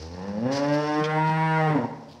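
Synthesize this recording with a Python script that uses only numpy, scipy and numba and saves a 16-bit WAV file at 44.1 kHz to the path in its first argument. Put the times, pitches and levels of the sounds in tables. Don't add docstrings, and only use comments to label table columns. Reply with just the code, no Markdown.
import sys
import numpy as np
from scipy import signal
from scipy.fft import rfft, irfft
from scipy.io import wavfile
from numba import njit

SR = 44100
rng = np.random.default_rng(int(sys.argv[2]) if len(sys.argv) > 2 else 0)


def dump_mix(stems):
    frames = np.atleast_2d(stems).T
    limited = np.clip(frames, -1, 1)
    pcm = np.round(limited * 32767).astype(np.int16)
    wavfile.write(sys.argv[1], SR, pcm)


N = 97020
t = np.arange(N) / SR

# (time [s], pitch [Hz])
FOLD_PITCH = [(0,76.92),(.3,100.2),(.398,110.1),(.485,132.9),(.572,140.7),(.79,149),(1.0,151.9),(1.176,155.9),(1.4,159.9),(1.56,159.1),(1.67,156.2),(1.745,148.6),(1.785,122.7),(1.87,116.2)]
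# (time [s], roughness [0-1])
ROUGHNESS = [(0,.18),(.3,.36),(.45,.26),(.6,.2),(.68,.04),(1.675,.045),(1.695,.3),(1.735,.33),(1.775,.6)]
# (time [s], level of one overtone at the folds [dB], brightness of the voice [0-1])
CALL_EFFORT = [(0,-65,0.27),(.26,-51,0.71),(.405,-51,0.26),(.45,-45,0.54),(.56,-40.5,0.84),(.86,-33.5,0.38),(.96,-37.5,0.94),(1.5,-33.5,1),(1.6,-30.5,0.43),(1.69,-35.5,0.91),(1.775,-35.5,0.2),(1.86,-47,0.05),(2.0,-63,0)]
# (time [s], level [dB])
FUNDAMENTAL_LEVEL = [(0,-39),(.39,-48),(.45,-30),(.6,-45.5),(.7,-28),(.78,-28.5),(.93,-45),(1,-35),(1.38,-25),(1.71,-25.5),(1.75,-32),(1.85,-41),(1.92,-60)]
def vocal_folds(jitter=.05, lurch=.025, shimmer_db=5.5, rasp_from_hz=390, rasp_decay_cycles=.38):
    rough = curve(ROUGHNESS)
    hz = curve(FOLD_PITCH) * (1 + rough * (jitter * flutter(170) + lurch * flutter(35)))
    cycles = np.cumsum(hz) / SR
    turn = np.exp(2j * np.pi * cycles)
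    overtones = np.sqrt(2) * np.real((turn ** 2 - turn ** 98) / (1 - turn + 1e-12))
    puffs = unit(np.exp(-(cycles % 1) / rasp_decay_cycles) * rng.standard_normal(N))
    rasp = rough * np.sqrt(SR / 2 / hz) * butter(puffs, 2, rasp_from_hz, "high")
    shimmer = amp(shimmer_db * rough * flutter(110)) / np.sqrt(1 + rough ** 2)
    buzz = (overtones + rasp) * shimmer * amp(curve(CALL_EFFORT))
    fundamental = -np.sqrt(2) * turn.imag * shimmer * amp(curve(FUNDAMENTAL_LEVEL))
    return buzz, fundamental


# (frequency [Hz], dull gain [dB], bright gain [dB])
VOICE_COLOUR = [(152,9,12.5),(330.5,-9,-3),(605,-0.5,-5),(1058,-15,-1),(1223,-26,-11),(1870,-31.5,-10.5),(2530,-39.5,-22),(4870,-45,-37),(7600,-48.5,-50),(8370,-57.5,-40.5),(9400,-68,-52.5),(15000,-63,-62)]
# (time [s], centre [Hz], gain [dB])
LOW_PEAK_AND_NOTCH = [(0,324,18.5),(.22,182,8.5),(.39,192,20.5),(.43,215,23.5),(.6,262,12.5),(.775,311,13),(.835,396,16),(.894,344.1,15.5),(.986,344.4,22.5),(1.061,452,16),(1.16,583,11.5),(1.33,483,-8),(1.45,495,-13.5),(1.6,646,4),(1.7,406,13),(1.75,283,16.5),(1.83,257,14.5)]
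# (time [s], centre [Hz], gain [dB])
THROAT_1 = [(0,453,18.5),(.55,545,15),(.823,628,11.5),(.92,786,5.5),(1.1,750,1.5),(1.177,874,22.5),(1.271,954,6),(1.575,921.4,15),(1.605,824,17),(1.668,778.4,16.5),(1.695,630,3.5),(1.765,518,8)]
THROAT_2 = [(.26,858,13.5),(.6,803,7.5),(.746,900,11),(1.01,1012,9.5),(1.05,1200,-7),(1.09,1440,14),(1.277,1440,4),(1.341,1736,9),(1.47,1761,0.5),(1.57,1380,12.5),(1.63,1250,4),(1.675,1060,3),(1.76,930,15.5)]
THROAT_3 = [(.25,1780,8.5),(.94,1527,4),(1.08,1990,6.5),(1.32,1926,5),(1.45,2300,8.5),(1.53,2250,5.5),(1.6,1939,15.5),(1.64,1950,3),(1.68,1940,9),(1.75,1920,5)]
def bellow(width_hz=46.5):
    buzz, fundamental = vocal_folds()
    brightness = curve(CALL_EFFORT, column=2)
    dull, bright = colour(buzz, VOICE_COLOUR), colour(buzz, VOICE_COLOUR, column=2)
    voice = (1 - brightness) * dull + brightness * bright
    for track in (LOW_PEAK_AND_NOTCH, THROAT_1, THROAT_2, THROAT_3):
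        lift = amp(curve(track, column=2)) - 1
        voice = voice + lift * bandpass(voice, curve(track), width_hz)
    return smear(voice) + muzzle(buzz) + fundamental


# (centre [Hz], relative gain [dB])
NASAL_MODES = [(2820,-2),(3500,-8),(4430,-4),(5420,0.5)]
def muzzle(buzz, width_hz=90., gain_db=-18.5, fade_db=-10.5, lips_part_s=.967):
    ring = sum(amp(db) * bandpass(buzz, np.full(N, float(hz)), width_hz) for hz, db in NASAL_MODES)
    parted = np.clip((t - lips_part_s) * 20, 0, 1)
    return butter(ring, 4, (2000, 6000), "band") * amp(gain_db + fade_db * parted)


# (time [s], level [dB])
BREATH_LEVEL = [(0,-46),(.1,-53.5),(.5,-60.5),(.525,-36),(.575,-35.5),(.62,-47.5),(1,-49),(1.1,-65),(1.7,-64.5)]
# (frequency [Hz], relative level [dB])
BREATH_COLOUR = [(1000,0.5),(3500,-3.5),(4900,5.5),(5800,3.5),(7000,-13),(15500,-38.5)]
def nose(flutter_db=2):
    return noise(BREATH_COLOUR) * amp(curve(BREATH_LEVEL) + flutter_db * flutter(160))


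# (time [s], level [dB])
HOOF_FALLS = [(1.009,-29),(1.283,-27)]
# (frequency [Hz], relative level [dB])
EARTH_COLOUR = [(50, -20), (170, 37), (800, -5.5), (10000, -46.5)]
# (time [s], length [s], level [dB])
HOOF_SCUFFS = [(0.72,0.044,-41),(1.251,0.077,-46.5),(2.072,0.1,-55)]
# (frequency [Hz], relative level [dB])
SCUFF_COLOUR = [(800,-23),(4700,1),(7500,-21.5),(15000,-30.5)]
def hooves(decay_s=.011, grain_db=4):
    impacts = strikes(HOOF_FALLS, decay_s)
    earth = rng.standard_normal(N)
    thuds = colour(impacts * earth, EARTH_COLOUR) / np.std(colour(earth, EARTH_COLOUR))
    scuffs = sum(amp(db) * arch(start, length) for start, length, db in HOOF_SCUFFS)
    grit = unit(noise(SCUFF_COLOUR) * amp(grain_db * flutter(600)))
    return thuds + scuffs * grit


# (time [s], level [dB])
METAL_KNOCKS = [(1.04,-41),(1.054,-48.5)]
# (centre [Hz], relative level [dB], width [Hz])
METAL_MODES = [(2170,10.7,440),(3275,8.5,350),(4200,1.7,1400)]
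def clink(decay_s=.011):
    knocks = strikes(METAL_KNOCKS, decay_s) * rng.standard_normal(N)
    ring = np.zeros(N)
    for hz, db, width in METAL_MODES:
        mode = bandpass(knocks, np.full(N, float(hz)), float(width))
        ring += amp(db) * np.sqrt(SR / np.pi / width) * mode
    return butter(ring, 6, 6200, "low")


# (time [s], starting pitch [Hz], level [dB])
BIRD_CHIRPS = [(.132,3900,-46),(.222,3640,-50.5)]
def birds(length_s=.011, rise_hz=733, waver=.027):
    wobble = 1 + waver * flutter(400)
    chirps = np.zeros(N)
    for start, hz, db in BIRD_CHIRPS:
        glide = (hz + rise_hz * (t - start) / length_s) * wobble
        chirps += amp(db) * arch(start, length_s) * np.sin(2 * np.pi * np.cumsum(glide) / SR)
    return chirps


def smear(x, delay_samples=67):
    poles = np.r_[1, np.zeros(delay_samples), .5]
    return signal.lfilter(poles[::-1], poles, x)


def ground_and_rails(voice, paths=3, gain_db=-3.5, spacing_s=.007, drift_s=.0002746, from_hz=1108):
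    treble = butter(voice, 4, from_hz, "high")
    lags = [spacing_s * (k + 1 + rng.random()) + drift_s * flutter(6) for k in range(paths)]
    return amp(gain_db) * sum(np.interp(t - lag, t, treble, left=0) for lag in lags)


# (frequency [Hz], gain [dB])
ECHO_COLOUR = [(1800,-2),(10000,-6)]
def buildings(near, gain_db=-7.5, delay_s=.042, t60_s=.82):
    decay = (t > delay_s) * np.exp(-np.log(1000) * t / t60_s)
    tail = unit(rng.standard_normal(N) * decay) / np.sqrt(N)
    return amp(gain_db) * signal.fftconvolve(colour(near, ECHO_COLOUR), tail)[:N]


# (frequency [Hz], relative level [dB])
YARD_COLOUR = [(30,-50),(85,13),(400,-12),(850,7.5),(1250,-10),(5200,-17.5),(15500,-40)]
def yard(level_db=-54.5):
    return amp(level_db) * noise(YARD_COLOUR)


def amp(db):
    return 10 ** (np.asarray(db) / 20)


def curve(rows, column=1):
    rows = np.array(rows, float)
    return np.interp(t, rows[:, 0], rows[:, column])


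def unit(x):
    return x / np.std(x)


def butter(x, order, hz, kind):
    return signal.sosfilt(signal.butter(order, hz, kind, fs=SR, output="sos"), x)


def colour(x, rows, column=1, size=4096):
    rows = np.array(rows, float)
    hz = np.maximum(np.arange(size // 2 + 1) * SR / size, 1)
    gain_db = np.interp(np.log(hz), np.log(rows[:, 0]), rows[:, column])
    cepstrum = irfft(np.log(amp(gain_db)))
    cepstrum[1:size // 2] *= 2
    cepstrum[size // 2 + 1:] = 0
    return signal.fftconvolve(x, irfft(np.exp(rfft(cepstrum))))[:N]


def noise(rows):
    return unit(colour(rng.standard_normal(N), rows))


def flutter(per_second):
    knots = np.arange(0, t[-1] + 1, 1 / per_second)
    return unit(np.interp(t, knots, rng.standard_normal(len(knots))))


@njit
def bandpass(x, hz, width_hz):
    y, band_state, low_state = np.empty(len(x)), 0., 0.
    for i in range(len(x)):
        tuning, damping = np.tan(np.pi * hz[i] / SR), width_hz / hz[i]
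        band = (band_state + tuning * (x[i] - low_state)) / (1 + tuning * (tuning + damping))
        band_state = 2 * band - band_state
        low_state += 2 * tuning * band
        y[i] = damping * band
    return y


def arch(start, length):
    return np.sin(np.pi * np.clip((t - start) / length, 0, 1))


def strikes(rows, decay_s):
    return sum(amp(db) * (t > start) * np.exp(-np.abs(t - start) / decay_s) for start, db in rows)


def scene():
    voice = bellow()
    near = voice + ground_and_rails(voice) + nose() + hooves() + clink() + birds()
    return (near + buildings(near) + yard())[None]


def record(dry, low_cut_hz=63, top_hz=15700):
    thin = butter(dry, 4, low_cut_hz, "high")
    return signal.sosfilt(signal.ellip(10, .2, 80, top_hz, fs=SR, output="sos"), thin)


dry = scene()
out = record(dry)
dump_mix(out)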